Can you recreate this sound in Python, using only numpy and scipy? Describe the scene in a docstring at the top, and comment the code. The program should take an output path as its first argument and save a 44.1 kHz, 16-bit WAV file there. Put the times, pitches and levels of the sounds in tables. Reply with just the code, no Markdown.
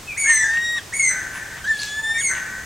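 """A short peep, then the harsh falling squeal of a chachalaca squabbling on a palm's fruit cluster.
It squeals three times, twice breaking into a hoarse rasp; a rival answers with two long, clean whines.
Both voices are harmonic sources filtered by the throat, and turn rough where the pitch slips fast.
Small birds peep and twitter in gliding pure tones, the fruit stalks rustle in bursts of noise,
and the trees scatter an echo over a low outdoor rumble."""
import sys
import numpy as np
from scipy import signal
from scipy.fft import rfft, irfft, next_fast_len
from scipy.io import wavfile
from scipy.ndimage import map_coordinates

SR = 44100
rng = np.random.default_rng(int(sys.argv[2]) if len(sys.argv) > 2 else 0)


def bounce(signal):
    """Save signal as a 16-bit WAV file at the path given by the first command-line argument."""
    frames = np.transpose(np.atleast_2d(signal))
    limited = np.clip(frames, -1, 1)
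    pcm = np.round(limited * 32767).astype(np.int16)
    wavfile.write(sys.argv[1], SR, pcm)


N = 116865

# Contour of each squeal: time_s, pitch_hz, level_db, overtone_gain_db
SQUEAL_CONTOURS = [
    [(.16, 1587, -47.5, -24), (.18, 2230, -27, -5.5), (.205, 2297, -29, 1.5), (.255, 2201, -23.5, -8),
     (.33, 2080, -29.5, 4), (.41, 1983, -24, -9.5), (.432, 1897, -31, -8), (.445, 1669, -23.5, -18),
     (.55, 1533, -46, -7)],
    [(.926, 1724, -34.5, -21), (.94, 2191, -26.5, -10.5), (.962, 2282, -33, 1.5), (.989, 2249, -37.5, 4),
     (.998, 2219, -18.5, -10), (1.04, 2135, -25.5, -2.5), (1.1, 2030, -25.5, -5), (1.145, 2005, -34, -11)],
    [(2.16, 1631, -38, -39), (2.185, 2190, -31, -5.5), (2.222, 2255, -37, 5.5), (2.25, 2219, -25, -3),
     (2.29, 2074, -32, 0.5), (2.335, 2030, -40.5, -2)],
]
# Overtones of a squeal: pitch_multiple, relative_db
SQUEAL_OVERTONES = [(2, -17), (3, 1.5), (3.5, -18), (4, 2.5), (5, -10)]
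# Envelope of each hoarse tail: time_s, level_db
TAIL_ENVELOPES = [
    [(1.09, -42), (1.11, -28.5), (1.23, -33), (1.53, -39), (1.65, -49)],
    [(2.285, -48), (2.30, -24.5), (2.35, -33), (2.47, -33.5), (2.65, -36.5)],
]
# Noise spectrum of the tails: frequency_hz, relative_db
TAIL_SPECTRUM = [(1000, -15), (1330, -10.5), (1490, 1.5), (1850, 7.5), (2050, -7.5), (2350, -8.5),
                 (3500, -57), (5200, -39), (6200, -12), (8400, -21), (9500, -34)]
# Contour of each whine: time_s, pitch_hz, level_db, octave_gain_db
WHINE_CONTOURS = [
    [(.245, 1580, -39, -18), (.275, 1790, -22, -42), (.308, 1843, -14.5, -41), (.36, 1755, -24, -27),
     (.44, 1755, -23, -21.5), (.58, 1863, -20, -26.5), (.66, 1888, -26.5, -5.5), (.782, 1882, -25.5, -9.5),
     (.802, 1550, -45, 1)],
    [(1.645, 1574, -30.5, -15), (1.683, 1780, -25, -25), (1.71, 1794, -17, -34), (1.775, 1680, -35.5, -6),
     (1.815, 1693, -29.5, -23), (1.915, 1708, -37, -4), (2.0, 1746, -24, -18), (2.022, 1745, -39, -14),
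     (2.04, 1766, -25, -12), (2.13, 1804, -23.5, -10.5), (2.203, 1836, -24, -10), (2.225, 1470, -44, 5.5)],
]
# Harmonics of a whine above the octave: pitch_multiple, relative_db
WHINE_HARMONICS = [(3, -17), (4, -18.5), (5, -20.5)]
# Small birds' slurred notes: start_s, length_s, first_hz, middle_hz, last_hz, level_db
PEEP_NOTES = [(.06, .09, 2580, 2480, 2130, -28), (2.125, .07, 2220, 2310, 2330, -37),
              (1.31, .11, 9350, 10100, 10500, -46), (1.75, .1, 9100, 10050, 10500, -45),
              (1.695, .042, 6400, 7200, 8200, -39), (1.782, .034, 3400, 4450, 5700, -29),
              (1.815, .015, 4400, 4200, 3750, -28), (.36, .21, 970, 880, 770, -45),
              (1.94, .26, 900, 865, 620, -45), (.735, .075, 1230, 1160, 1060, -44)]
# Flurries of squeaks: centre_s, spread_s, level_db
FLURRIES = [(1.68, .025, -45), (1.82, .022, -41)]
# Tiny, high, falling chips: start_s, level_db
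HIGH_CHIPS = [(0.337, -38), (.718, -41), (1.85, -46)]
# Rustles of the fruit stalks: centre_s, width_s, level_db, centre_hz
STALK_RUSTLES = [(0.308, 0.031, -33.5, 1630), (0.553, 0.026, -36, 1980), (.78, 0.012, -37.5, 1824),
                 (1.36, 0.019, -40.5, 1696), (1.586, 0.014, -36, 1670), (1.831, 0.054, -34, 4040),
                 (2.37, 0.02, -36.5, 1770)]
# Reverberation time among the trees: frequency_hz, t60_s
TREE_DECAY = [(2000, 0.41), (6000, 0.46), (12000, 0.11)]
# Spectral density of rumble and leaf hiss: frequency_hz, relative_db
AIR_SPECTRUM = [(20, -7.5), (60, -0.5), (120, 0.5), (250, -7.5), (2000, -11), (4200, -14.5), (6200, -13),
                (8500, -14), (10000, -21), (15500, -24.5)]
# Likeness of that noise at left and right: frequency_hz, correlation
AIR_CORRELATION = [(90, .96), (400, .66), (12000, .72)]


def squeals(flutter_hz=380, shimmer_db=2.0, rasp_db=-27.5):
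    """Amplitude modulation: a strained voice scoops up and sags, each overtone fluttering on its own."""
    out = np.zeros(N)
    for rows in SQUEAL_CONTOURS:
        gate, hz, db, overtone_db = contours(rows)
        phase = voice_phase(hz, jitter=.004, jitter_hz=flutter_hz)
        overtones = sum(amp(level + shimmer_db * wobble(flutter_hz)) * partial(phase, multiple, rasp_db)
                        for multiple, level in SQUEAL_OVERTONES)
        fundamental = partial(phase, 0.99, rasp_db)  # slightly flat
        out += gate * amp(db) * (fundamental + amp(overtone_db) * overtones)
    return throat(out)


def hoarse_tails(tone_hz=1534, jitter=0.0126, tone_db=-6, flutter_db=2.3):
    """Aperiodic voicing: a squeal breaks into fluttering band noise, a wavering tone at its low edge."""
    envelope = sum(gate * amp(db) for gate, db in map(contours, TAIL_ENVELOPES))
    tone = np.sqrt(2) * np.sin(phase_of(tone_hz * (1 + jitter * wobble(90))))
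    flutter = unit_rms(amp(flutter_db * wobble(130)))
    rasp = noise(lambda hz: log_interp(TAIL_SPECTRUM, hz))
    return envelope * flutter * (rasp + amp(tone_db) * tone)


def whines(scratch_s=.17, scratch_db=6, wander_db=2.5, shimmer_db=1.5, rasp_db=-34):
    """Harmonic balance sets timbre: a rough onset clears to a near-pure tone that grows reedier."""
    out, t = np.zeros(N), np.arange(N) / SR
    for rows in WHINE_CONTOURS:
        gate, hz, db, octave_db = contours(rows)
        onset = np.exp(-((t - rows[0][0]) / scratch_s) ** 2)
        phase = voice_phase(hz, jitter=0.0019 + .012 * onset, jitter_hz=150)
        upper = np.zeros(N)
        for multiple, level in WHINE_HARMONICS:
            flicker_db = wander_db * wobble(24.68) + onset * scratch_db * wobble(130)
            upper += amp(level + flicker_db) * partial(phase, multiple, rasp_db)
        voice = partial(phase, 1, rasp_db) + amp(octave_db) * partial(phase, 2, rasp_db)
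        voice += amp(.55 * (octave_db + 13)) * upper  # upper harmonics partly follow the octave
        out += gate * amp(db + shimmer_db * wobble(60)) * voice
    return throat(out)


def voice_phase(hz, jitter, jitter_hz, break_jitter=0.034, break_hz_per_s=7850):
    """Frequency modulation: a voice jitters, and turns rough wherever its pitch slips fast."""
    slip = np.clip(np.abs(np.gradient(hz)) * SR / break_hz_per_s, 0, 1) ** 2
    return phase_of(hz * (1 + jitter * wobble(jitter_hz) + break_jitter * slip * wobble(700)))


def partial(phase, multiple, rasp_db, rasp_hz=1300):
    """Sidebands: turbulence spreads a skirt of noise around one sinusoid."""
    sine, cosine = np.sin(multiple * phase), np.cos(multiple * phase)
    skirt = wobble(rasp_hz) * sine + wobble(rasp_hz) * cosine
    return np.sqrt(2) * (sine + amp(rasp_db) * skirt)


def throat(x, valley_hz=5050, width_hz=430, valley_db=-12, top_hz=9120):
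    """Source and filter: the throat's response dips between resonances and drops above the top one."""
    valley = lambda hz: amp(valley_db * np.exp(-((hz - valley_hz) / width_hz) ** 2))
    shelf = lambda hz: 0.32 + 0.88 / (1 + (hz / top_hz) ** 48)
    return filtered(x, lambda hz: valley(hz) * shelf(hz))


def small_birds(chip_s=.014, chip_glide_hz=(15800, 13150, 10500)):
    """Superposition of pure-tone glides: single peeps, flurries and chips."""
    chips = sum(whistle(s, chip_s, chip_glide_hz, db) for s, db in HIGH_CHIPS)
    peeps = sum(whistle(s, length_s, glide_hz, db) for s, length_s, *glide_hz, db in PEEP_NOTES)
    return peeps + sum(twitter(*row) for row in FLURRIES) + chips


def twitter(centre_s, spread_s, db, pitch_hz=4700, spread_octaves=.38, squeak_s=.022):
    """Gaussian scatter: twelve squeaks of random time, pitch and slant make a flurry."""
    out = np.zeros(N)
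    for when, pitch, slant in rng.standard_normal((12, 3)):
        hz = pitch_hz * 2 ** (spread_octaves * pitch)
        bend = np.exp(.13 * slant)
        out += whistle(centre_s + spread_s * when, squeak_s, (hz / bend, hz, hz * bend), db)
    return out


def whistle(start_s, length_s, glide_hz, db, jitter=.008):
    """Frequency sweep: a small bird's note swells and fades on a parabola through three pitches."""
    t = np.arange(int(length_s * SR)) / SR
    hz = np.polyval(np.polyfit([0, .5, 1], glide_hz, 2), t / length_s)
    hz *= 1 + jitter * np.interp(t * 400, np.arange(256), rng.standard_normal(256))
    envelope = amp(db) * np.sin(np.pi * t / length_s) ** 2
    tone = np.sqrt(2) * np.sin(phase_of(hz))
    return np.pad(envelope * tone, (int(start_s * SR), N))[:N]


def stalks(half_width_octaves=0.9, grain_db=4.6):
    """Modulated band noise: the fruit stalks rustle in soft, grainy bursts."""
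    out, t = np.zeros(N), np.arange(N) / SR
    for centre_s, width_s, db, centre_hz in STALK_RUSTLES:
        band = noise(lambda hz: -10 * np.log10(1 + (np.log2((hz + 1) / centre_hz) / half_width_octaves) ** 8))
        envelope = amp(db) * np.exp(-.5 * ((t - centre_s) / width_s) ** 2)
        out += envelope * unit_rms(band * amp(grain_db * wobble(330)))
    return out


def among_trees(x, wet_db, width=0.31):
    """Reverberation: scattering adds a stereo echo whose highest frequencies die first."""
    hz, t, spectra = signal.stft(rng.standard_normal((2, SR // 2)), SR, nperseg=256)
    decay = amp(-60 * t / log_interp(TREE_DECAY, hz)[:, None])
    impulse = signal.istft(spectra * decay, SR, nperseg=256)[1]
    mid, side = signal.fftconvolve(x[None], impulse / np.linalg.norm(impulse[0]), axes=1)[:, :N]
    return x + amp(wet_db) * np.array([mid + width * side, mid - width * side])


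def air(level_db=-39):
    """Partial coherence: distant rumble and leaf hiss, nearly mono in the bass."""
    def response(hz):
        angle = np.arccos(np.clip(log_interp(AIR_CORRELATION, hz), -1, 1)) / 2
        return amp(log_interp(AIR_SPECTRUM, hz)) * [np.cos(angle), np.sin(angle)]
    mid, side = filtered(rng.standard_normal((2, N)), response)
    return amp(level_db) * unit_rms(np.array([mid + side, mid - side]))


def amp(db):
    """Decibels to amplitude ratio."""
    return 10 ** (np.asarray(db) / 20)


def unit_rms(x):
    """Normalisation to unit power."""
    return x / np.sqrt(np.mean(x ** 2) + 1e-20)


def log_interp(points, hz):
    """Interpolation on a logarithmic frequency axis."""
    knots_hz, values = np.transpose(points)
    return np.interp(np.log(hz + 1), np.log(knots_hz + 1), values)


def contours(rows, fade_s=0.0055):
    """Linear interpolation: a soft gate over the rows' span, then each column at every sample."""
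    times, *columns = np.transpose(rows)
    t = np.arange(N) / SR
    gate = np.clip(1 + np.minimum(t - times[0], times[-1] - t) / fade_s, 0, 1)
    return [gate] + [np.interp(t, times, column) for column in columns]


def wobble(rate_hz):
    """Smooth random modulation: a spline through rate_hz knots a second."""
    return map_coordinates(rng.standard_normal(N // 4), [np.arange(N) * rate_hz / SR + 2], mode="wrap")


def filtered(x, response):
    """Linear filtering: the spectrum times a frequency response."""
    size = next_fast_len(N + SR // 4)
    return irfft(rfft(x, size) * response(np.fft.rfftfreq(size, 1 / SR)), size)[..., :N]


def noise(spectrum_db):
    """Spectral shaping of white noise, at unit power."""
    return unit_rms(filtered(rng.standard_normal(N), lambda hz: amp(spectrum_db(hz))))


def phase_of(hz):
    """Phase is the integral of frequency."""
    return 2 * np.pi * np.cumsum(hz) / SR


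def scene(balance_db=0.51):
    """Superposition: birds and stalks among the trees, slightly to the left, over the open air."""
    squealer = among_trees(squeals() + hoarse_tails(), wet_db=-4)
    rival = among_trees(whines(), wet_db=-16)
    around = among_trees(small_birds() + stalks(), wet_db=-6)
    return (squealer + rival + around) * amp([[balance_db], [-balance_db]]) + air()


def record(dry, top_hz=15850):
    """Band limiting: an ideal low-pass filter removes the highest treble."""
    return filtered(dry, lambda hz: hz < top_hz)


dry = scene()
out = record(dry)
bounce(out)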